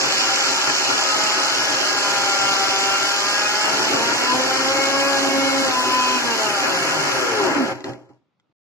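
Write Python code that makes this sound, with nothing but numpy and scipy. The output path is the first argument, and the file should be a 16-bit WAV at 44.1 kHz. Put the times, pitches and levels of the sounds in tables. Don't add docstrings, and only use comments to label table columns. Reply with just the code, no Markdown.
import sys
import numpy as np
from scipy import signal
from scipy.fft import rfft, irfft, next_fast_len
from scipy.io import wavfile
from scipy.ndimage import uniform_filter1d, map_coordinates

SR = 44100
rng = np.random.default_rng(int(sys.argv[2]) if len(sys.argv) > 2 else 0)


def voltage_ratio(decibels):
    exponent = np.asarray(decibels, float) / 20
    return 10 ** exponent


def bounce(signal):
    frames = np.transpose(np.atleast_2d(signal))
    limited = np.clip(frames, -1, 1)
    pcm = np.round(limited * 32767).astype(np.int16)
    wavfile.write(sys.argv[1], SR, pcm)


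N = 384860


def unit(x):
    return x / np.sqrt(np.mean(x ** 2) + 1e-20)


def along(points, hz):
    f, v = np.transpose(points)
    return np.interp(np.log(hz + 1), np.log(f + 1), v)


def curves(rows):
    s, *cols = np.transpose(rows)
    return [np.interp(np.arange(N) / SR, s, c) for c in cols]


def wobble(rate):
    knots = rng.standard_normal(int(N * rate / SR) + 4)
    return map_coordinates(knots, [np.arange(N) * rate / SR])


def filtered(x, response):
    m = next_fast_len(N + SR // 2)
    return irfft(rfft(x, m) * response(np.fft.rfftfreq(m, 1 / SR)), m)[..., :N]


def above(hz, edge_hz):
    return 1 / np.sqrt(1 + (edge_hz / (hz + 1)) ** 8)


def smoothed(field, bins, frames):
    return uniform_filter1d(uniform_filter1d(field, size=bins, axis=0), size=frames, axis=1)


def patchy(patchy_db):
    z = signal.stft(rng.standard_normal((2, N)), nperseg=512)[2]
    field = smoothed(rng.standard_normal(z.shape[1:]), 8, 10)
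    return signal.istft(z * voltage_ratio(patchy_db * unit(field)), nperseg=512)[1][:, :N]


def housing(hz, between_db):
    # (frequency [Hz], width [Hz], level [dB])
    modes = [(123.5, 16.5, -0.5), (290, 52, -3.5), (383.3, 26, 2), (537.5, 17.4, 4.5), (652.5, 35, -1),
             (784, 28, 2), (830, 19, 1.5), (940, 35, -1), (1011.6, 12, 3), (1173, 60, -6.5),
             (1270, 10, 1.5), (1385, 50, 1.5), (1464, 38, -5), (1657, 45, 0), (1869, 31, -9),
             (2181, 31, -1.5), (2491, 8.8, 1.5), (2756, 11, 2)]
    peaks = sum((voltage_ratio(db) * hz * w) ** 2 / ((c * c - hz * hz) ** 2 + (hz * w) ** 2) for c, w, db in modes)
    return np.sqrt(peaks + voltage_ratio(between_db) ** 2)


def ports(pair, colour, side_db):
    # (frequency [Hz], level [dB per Hz])
    sum_colour = [(25, -43.5), (80, -23.5), (180, -17), (290, -7.5), (400, -7.5), (800, -4.5), (1400, -1.5),
                  (2300, -5.5), (3000, -10.5), (3600, -22.5), (4300, -12.5), (5400, -11.5), (5800, -14.5),
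                  (6900, -15), (7600, -18.5), (8000, -22.5)]
    # (frequency [Hz], level [dB per Hz])
    difference_colour = [(15, -77), (25, -45), (123, -31), (209, -11), (392, -7.5), (536, -6), (699, -17.5),
                         (789, -11), (1130, -7.5), (1370, -2), (1790, -2), (3050, -3.5), (3700, -9),
                         (4300, -11), (5100, -7), (5800, -12), (6400, -14), (6850, -10.5), (7150, -13.5),
                         (7700, -14.5), (8000, -18.5), (10400, -57.5), (17600, -120)]
    # (frequency [Hz], correlation [-1 to 1])
    likeness = [(60, 0), (130, -.4), (300, -0.05), (700, 0.1), (1300, .6), (2400, 0.2), (4400, -0.46),
                (8000, -0.19)]

    def difference(hz):
        like = np.clip(along(likeness, hz), -1, 1)
        return colour(hz) * voltage_ratio(along(difference_colour, hz)) * np.array([like, np.sqrt(1 - like ** 2)])

    mid = filtered(pair[0], lambda hz: colour(hz) * voltage_ratio(along(sum_colour, hz)))
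    side = voltage_ratio(side_db) * filtered(pair, difference).sum(0)
    return unit(np.array([mid + side, mid - side]))


def placed(x):
    # (frequency [Hz], level [dB])
    left_over_right = [(60, -6), (110, 1.5), (200, -10.5), (380, 3.5), (700, -0.5), (1290, 7), (2370, -0.5),
                       (4380, 1), (8080, -4), (14900, -9.5)]
    # (frequency [Hz], phase [radians])
    left_lead = [(100, 1.3), (1500, 0.12), (2000, 0.65), (2700, 2), (3600, 4.5)]
    half = np.array([[.5], [-.5]])
    return filtered(x, lambda hz: voltage_ratio(half * along(left_over_right, hz)) * np.exp(1j * half * along(left_lead, hz)))


def kitchen():
    # (frequency [Hz], level [dB per Hz])
    room_tone = [(18, -54), (30, -30), (80, -20), (145, -5), (513, -16.5), (1430, -20), (1580, -27),
                 (2000, -23.5), (2660, -27), (3460, -27), (9000, -50.5), (11700, -72.5), (19800, -120)]
    a, b = filtered(patchy(1.2), lambda hz: voltage_ratio(along(room_tone, hz)))
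    return voltage_ratio(-73) * unit(np.array([a + .6 * b, a - .6 * b]))


def knocks():
    # (time [s], peak [dB], thud [dB], ring [dB])
    catches = [(7.715, -40, 15, -15), (7.755, -32, 4, -15), (7.888, -36, 9, -15), (7.896, -33, 6, -15),
               (8.025, -60, 14, -15), (8.495, -80, 17, -15), (7.8062, -33, -1, -9.5),
               (7.8424, -20, -17, -13), (7.9347, -33.5, -8, -9), (8.0481, -59, 11, -9),
               (8.092, -49, 4, -15), (8.104, -56, 17, -15), (8.135, -66, 17, -15), (8.225, -78, 17, -15),
               (8.285, -82, 17, -15), (7.868, -38, 9, -15), (8.0, -58, 12, -15), (8.399, -58.5, -12, -2)]
    # (frequency [Hz], level [dB], decay by 60 dB [s])
    jar_modes = [(1420, -3, .03), (1970, 3.5, 0.041), (3300, 1.5, 0.029), (5270, -7, .02), (6700, -4, .03)]
    out, t = np.zeros(N + SR), np.arange(SR // 4) / SR
    thump = voltage_ratio(-60 * t / .07) * np.sin(2 * np.pi * 300 * t)
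    worktop = voltage_ratio(-4.5 - 60 * t / .22) * np.sin(2 * np.pi * 125 * t)
    for s, db, thud_db, ring_db in catches:
        ring = sum(voltage_ratio(ring_db + level - 60 * t / t60) * np.sin(2 * np.pi * hz * t)
                   for hz, level, t60 in jar_modes)
        crack = (1.3 * voltage_ratio(-60 * t / .008) + .35 * voltage_ratio(-60 * t / .08)) * rng.standard_normal(len(t))
        thud = voltage_ratio(thud_db) * (thump + worktop)
        out[round(s * SR):][:len(t)] += voltage_ratio(db - 3) * (ring + crack + thud)
    return placed(filtered(out[:N], lambda hz: above(hz, 105) * (1 - 0.97 * above(hz, 7800))))


def effort(shaft_hz):
    # (time [s], level [dB])
    grind = [(0, -24.5), (.6, -24.5), (1.3, -24), (3.5, -26), (4.25, -23), (5.4, -24.5), (5.9, -26),
             (6.1, -25), (6.5, -25), (6.75, -23), (7.35, -23.5), (7.55, -23.5)]
    # (time [s], swell [dB], half length [s])
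    slumps = [
        (.08, 3, .1),
        (.42, 3, .15),
        (0.691, 8.5, 0.03),
        (3.45, 2.5, .15),
        (3.733, 5.5, 0.15),
        (3.95, 4, .12),
        (5.69, 1.5, .06),
        (6.655, 5.5, 0.055),
        (7.261, -1.5, 0.056),
        (7.47, 2, .08),
    ]
    # (time [s], level [dB])
    settling = [(7.56, -1), (7.725, -6.5), (7.74, -15), (7.838, -26), (7.85, -13.5), (7.9, -15.5),
                (7.974, -31), (8.084, -43), (8.1, -39.5), (8.17, -49), (8.36, -85)]
    t = np.arange(N) / SR
    (grind_db,), (settle_db,) = curves(grind), curves(settling)
    slump_db = sum(db * np.maximum(1 - abs(t - s) / half, 0) for s, db, half in slumps)
    slow = np.maximum(1 - shaft_hz / 131, 0)
    knob_db = 2.5 * np.clip(10 * (t - 3.6), 0, 1)
    base_rings_db = 4 * np.clip((t - 7.95) / 0.08, 0, 1)
    rumble_db = grind_db - 7.5 + slump_db + knob_db + 14 * slow + settle_db + base_rings_db
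    churn_db = grind_db + 0.59 * slump_db + 1.07 * settle_db
    finer_db = -0.8 * t
    hiss_db = -25.3 + finer_db - 6.5 * np.minimum(2 * slow, 1) + settle_db
    return rumble_db, churn_db, hiss_db


def load(turn, rumble_db, churn_db, hiss_db):
    # (frequency [Hz], level [dB])
    air_colour = [(8000, -15.5), (8300, -10.5), (8950, -1), (9200, -1.5), (10200, -3), (12000, -8),
                  (13600, -8.5), (14700, -12.5), (15200, -7), (15500, -8)]
    chips_per_s, chip_s, chip_size = 300, .0008, 1.1
    beat = 1 + 0.049 * np.cos(turn)
    strikes = (rng.random(N) < chips_per_s / SR) * chip_size * rng.random(N)
    chips = 1 + signal.lfilter([1], [1, -np.exp(-1 / (chip_s * SR))], strikes)

    def base(hz):
        return housing(hz, between_db=-12.5) * (1 - 0.72 * above(hz, 437)) * (1 - above(hz, 1100))

    def jar(hz):
        return housing(hz, between_db=-8.5) * above(hz, 430) * (1 - above(hz, 4000))

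    rumble = ports(patchy(1.7), base, side_db=-4.5)
    churn = ports(beat * patchy(0.86), jar, side_db=-1)
    hiss = ports(beat * chips * patchy(1.0), lambda hz: above(hz, 3190) * (hz < 8050), side_db=-3)
    air = unit(filtered(patchy(0.97), lambda hz: voltage_ratio(along(air_colour, hz)) * (hz > 8050)))
    brighter_db = np.minimum(np.arange(N) / SR, 6)
    return (voltage_ratio(rumble_db) * rumble + voltage_ratio(churn_db + 1.26) * churn
            + voltage_ratio(hiss_db + 6) * (hiss + voltage_ratio(brighter_db - 17.5) * air))


def speed():
    # (time [s], shaft rate [Hz], evenness [dB])
    powered = [(0.0, 195, -3), (.2, 191, -3), (.4, 200, -5), (0.65, 204.5, -7), (1.19, 212.8, 0),
               (1.53, 210.5, -2.5), (2.2, 200.4, 2.5), (2.65, 194.9, 4.5), (3.05, 197.8, 3), (3.4, 206, 4),
               (3.68, 212.5, 3), (3.92, 221, 1.5), (4.2, 245, 1), (4.4, 257.4, -1), (4.74, 269.8, 2.5),
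               (5.05, 277, 1), (5.34, 272.4, 2.5), (5.63, 271.1, 3.5), (5.74, 252.7, 2), (6.16, 252.4, 5)]
    # (time [s], shaft rate [Hz])
    coast = [
        (6.16, 252.4),
        (6.4, 220),
        (6.66, 190),
        (6.87, 168),
        (7.03, 150),
        (7.33, 112.5),
        (7.43, 98.5),
        (7.6, 68.5),
        (7.95, 1),
    ]
    off_s, coast_db = 6.16, 1
    shaft_hz, even_db = curves(powered)
    free = np.maximum(np.arange(N) / SR - off_s, 0)
    shaft_hz = np.where(free > 0, curves(coast)[0], shaft_hz)
    slack_db = -9 * np.maximum(1 - abs(free / .07 - 1), 0)
    coasting_db = even_db + (coast_db - even_db) * np.minimum(5 * free, 1) + slack_db
    return shaft_hz, np.where(free > 0, coasting_db, even_db)


def order_shift(order):
    # (order [turns], time [s], half length
    # [s], level shift [dB])
    shifts = [(1, 4.82, .2, -8), (1, 5.35, .14, 5), (1, 5.63, .1, 5), (1, 6.28, .16, 8), (2, 4.3, .12, 8),
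              (2, 6.0, .18, -5), (2, 6.47, .22, 6), (3, 3.25, .12, 5), (3, 4.75, .12, 5), (3, 6.0, .22, -5),
              (3, 6.47, .16, 6), (3, 7.38, .22, 8), (4, 1.3, .3, 4), (4, 2.5, .14, -5), (4, 3.33, .18, -4),
              (4, 3.55, .12, 4), (4, 4.9, .12, 5), (4, 5.55, .22, -5), (4, 6.33, .08, 4), (4, 6.52, .1, 5),
              (4, 7.2, .1, 1), (4, 7.52, .04, -5), (4, 6.72, .1, -5), (4.5, .53, .16, 14), (5, 2.8, .28, 6),
              (5, 3.5, .2, -7), (5, 4.0, .12, 6), (5, 4.5, .22, 6), (5, 6.27, .12, 10), (5, 6.85, .2, -5),
              (6, 1.3, .2, 4), (6, 3.1, .1, -7), (6, 3.25, .12, 9), (6, 4.45, .14, 6), (6, 5.45, .25, -8),
              (6, 7.49, .06, 8), (7, 3.25, .12, -6), (7, 3.92, .22, -8), (7, 4.5, .18, 6),
              (7, 5.1, .25, -12), (7, 6.27, .12, 6), (7, 3.5, .12, 2), (7, 7.45, .12, 8), (8, 1.3, .3, -6),
              (8, 3.37, .08, 3), (8, 3.55, .1, -4), (8, 6.05, .15, -10), (8, 7.6, .12, 6), (9, 4.55, .3, 7),
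              (10, 3.1, .5, -6), (15, 2.4, .2, 6), (18, 2.75, .2, 6),
              (1, 4.42, .08, 8), (1, 5.95, .25, -3), (2, 4.1, .15, -6), (2, 4.42, .08, 8),
                   (3, 5.3, .35, 4), (4, 4.55, .16, -5), (3, 7.47, .18, 5), (4, 3.1, .3, -3),
                   (4, 3.95, .12, -3), (4, 6.18, .06, -4), (4, 7.0, .1, -4), (4.5, 3.22, .15, 7),
                   (5, .85, .16, 9), (5, 1.84, .1, 7), (5, 2.4, .15, 4), (5, 6.47, .12, 7),
                   (5, 7.18, .13, 8), (6, 1.9, .15, 5), (6, 2.23, .15, -5), (6, 3.44, .08, 5),
                   (6, 3.7, .3, -6), (6, 6.55, .08, 5), (6, 7.0, .35, -8), (7, .4, .2, -6),
                   (7, 1.55, .12, 5), (7, 5.55, .2, -5), (7, 7.1, .3, -8), (3, 6.76, .12, -5),
                   (8, 4.25, .12, 8), (8, 6.4, .25, -7), (8, 7.15, .14, -7), (9, 6.05, .2, -7),
                   (10, 3.72, .12, -8), (10, 4.6, .15, -9), (10, 6.05, .3, 6), (10, 6.8, .5, -8),
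                   (11, 1.4, .3, 4), (11, 3.15, .15, -8), (12, 1.3, .2, 4), (12, 1.75, .15, -8),
                   (12, 3.9, .2, -10), (12, 4.95, .3, -9), (12, 6.0, .3, 5), (12, 6.8, .3, -8),
                   (13, .9, .75, -8), (25, .8, .5, 7), (26, 1.3, .4, 7), (26, 3.55, .35, 9),
                   (6.5, 3.68, .32, 14), (4, 7.67, .07, 5)]
    t = np.arange(N) / SR
    return sum(db * np.clip(1.5 - 1.5 * abs(t - s) / half, 0, 1)
               for k, s, half, db in shifts if round(2 * k) == round(2 * order))


def motor(shaft_hz, even_db):
    # (shaft rate [Hz], unbalance [dB], second order [dB], blade pass [dB])
    run_up = [(45, -72, -57, -54.5), (69, -65.5, -56, -18), (78.5, -68, -63, -31.5), (94, -60.5, -57, -23),
              (118, -45.5, -59, -30.5), (140, -44, -49, -37), (167.6, -37, -50, -38.5),
              (180, -44, -43.5, -37.5), (197, -60, -44, -29.5), (206, -55, -48, -36), (228, -42, -31, -28),
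              (243.6, -42, -42.5, -32), (251, -34.5, -47, -24), (262, -38, -30, -32.5),
              (272.6, -29, -27.5, -38), (277, -32, -24.5, -32)]
    # (multiple of the shaft rate [turns], level [dB])
    orders = [(3, -8), (4.5, -18.5), (5, -12), (6, -5), (7, -5), (8, -5), (9, -6.5), (10, -3.5), (11, -8),
              (12, -2), (13, -4), (14, -4), (15, -3), (16, -5), (17, -5), (18, -4), (25, -8), (26, -8),
              (6.5, -17)]
    even_flutter_db = 3.5
    flutter_db = np.maximum(even_flutter_db - 0.43 * even_db, 0)
    waver = .002 * flutter_db / even_flutter_db * wobble(25)
    turn = 2 * np.pi * np.cumsum(shaft_hz * (1 + waver)) / SR
    turning = np.clip((7.745 - np.arange(N) / SR) / 0.025, 0, 1)
    hz, *levels = np.transpose(run_up)
    strong = 0
    for k, db in zip((1, 2, 4), levels):
        level_db = np.interp(shaft_hz, hz, db) + order_shift(k) + 3.5 + 0.75 * even_db
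        strong = strong + voltage_ratio(level_db - 0.9 * flutter_db * abs(wobble(9))) * np.sin(k * turn)
    rest = 0
    for k, db in orders:
        lopsided_db = -1.4 * even_db * (k % 1 > 0)
        level_db = db + order_shift(k) + lopsided_db + 1.5 * wobble(2.987) + 0.7 * flutter_db * wobble(15)
        tone = np.sin(k * turn + rng.uniform(0, 2 * np.pi))
        rest = rest + voltage_ratio(level_db) * housing(k * shaft_hz, between_db=-14) * tone
    strong = voltage_ratio(.6 * flutter_db * wobble(35)) * strong
    rest = voltage_ratio(even_db - 25.5) * np.minimum(shaft_hz / 200, 1) * rest
    return placed(turning * (strong + rest)), turn


def scene():
    shaft_hz, even_db = speed()
    whine, turn = motor(shaft_hz, even_db)
    return whine + load(turn, *effort(shaft_hz)) + knocks() + kitchen()


def starved(mid, side):
    # (time [s], edge [Hz])
    edge = [(0, 3110), (1.3, 3110), (1.7, 3220), (3.6, 3240), (4, 3130), (5.3, 3130), (6, 3150), (8, 3220)]
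    spared = [3.47, 5.4, 5.73, 7.858]
    # (low [Hz], high [Hz], from [s], to [s], share of moments lost [0 to 1])
    holes = [(1940, 2070, 4.2, 5.75, .45), (2600, 2720, 2.2, 3.6, .5), (2820, 2910, 2.2, 3.1, .5),
             (2250, 2420, 5.55, 6, .3), (2600, 2730, 0, 2.2, .2), (2620, 2780, 4.4, 4.8, .3),
             (2850, 3100, 5.65, 5.85, .7)]
    hz, t, z = signal.stft([mid, side], SR, nperseg=1024)
    hz = hz[:, None]
    chance = rng.standard_normal((3, len(t)))
    steps = np.repeat(chance, 2, axis=1)[:, :len(t)]
    cancelled = (hz > np.interp(t, *np.transpose(edge)) + 120 * steps[0]) & (hz < 3910 + 55 * steps[1])
    unspared = abs(t - np.c_[spared]).min(0) > .018
    cancelled &= (t < 8.15) & (unspared | (hz < 3470) | (hz > 3760))
    dip = (hz > 7930 + 140 * steps[1]) & (hz < np.where(steps[2] > .3 * t - 1.9, 8980, 8300))
    specks = unit(smoothed(rng.standard_normal(z.shape[1:]), 4, 4))
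    speck_limit = np.interp(hz, [1900, 2600, 3100, 3900, 6900, 8000, 8300, 12000, 15500],
                            [1.8, 1.05, .8, 3, 2.6, 1.4, .35, .15, -.1])
    lost = np.ones((2, 1, 1), bool) & (dip | (specks > speck_limit))
    often = np.repeat(rng.random((len(holes), len(t))), 4, axis=1)[:, :len(t)]
    lost[0] |= cancelled
    for (low, high, start, end, share), u in zip(holes, often):
        lost[0] |= (hz > low) & (hz < high) & (t > start) & (t < end) & (u < share)
    lost |= hz > np.where(often[0] < .6, 15180, 15600)
    lost[1] &= hz > 7000
    return signal.istft(z * ~lost, SR, nperseg=1024)[1][:, :N]


def low_pass(x):
    return signal.sosfilt(signal.butter(12, 15520, fs=SR, output="sos"), x)


def record(dry):
    mid, side = starved((dry[0] + dry[1]) / 2, (dry[0] - dry[1]) / 2)
    kept = np.arange(N) < 8.527 * SR
    return low_pass(kept * np.array([mid + side, mid - side]))


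dry = scene()
out = record(dry)
bounce(out)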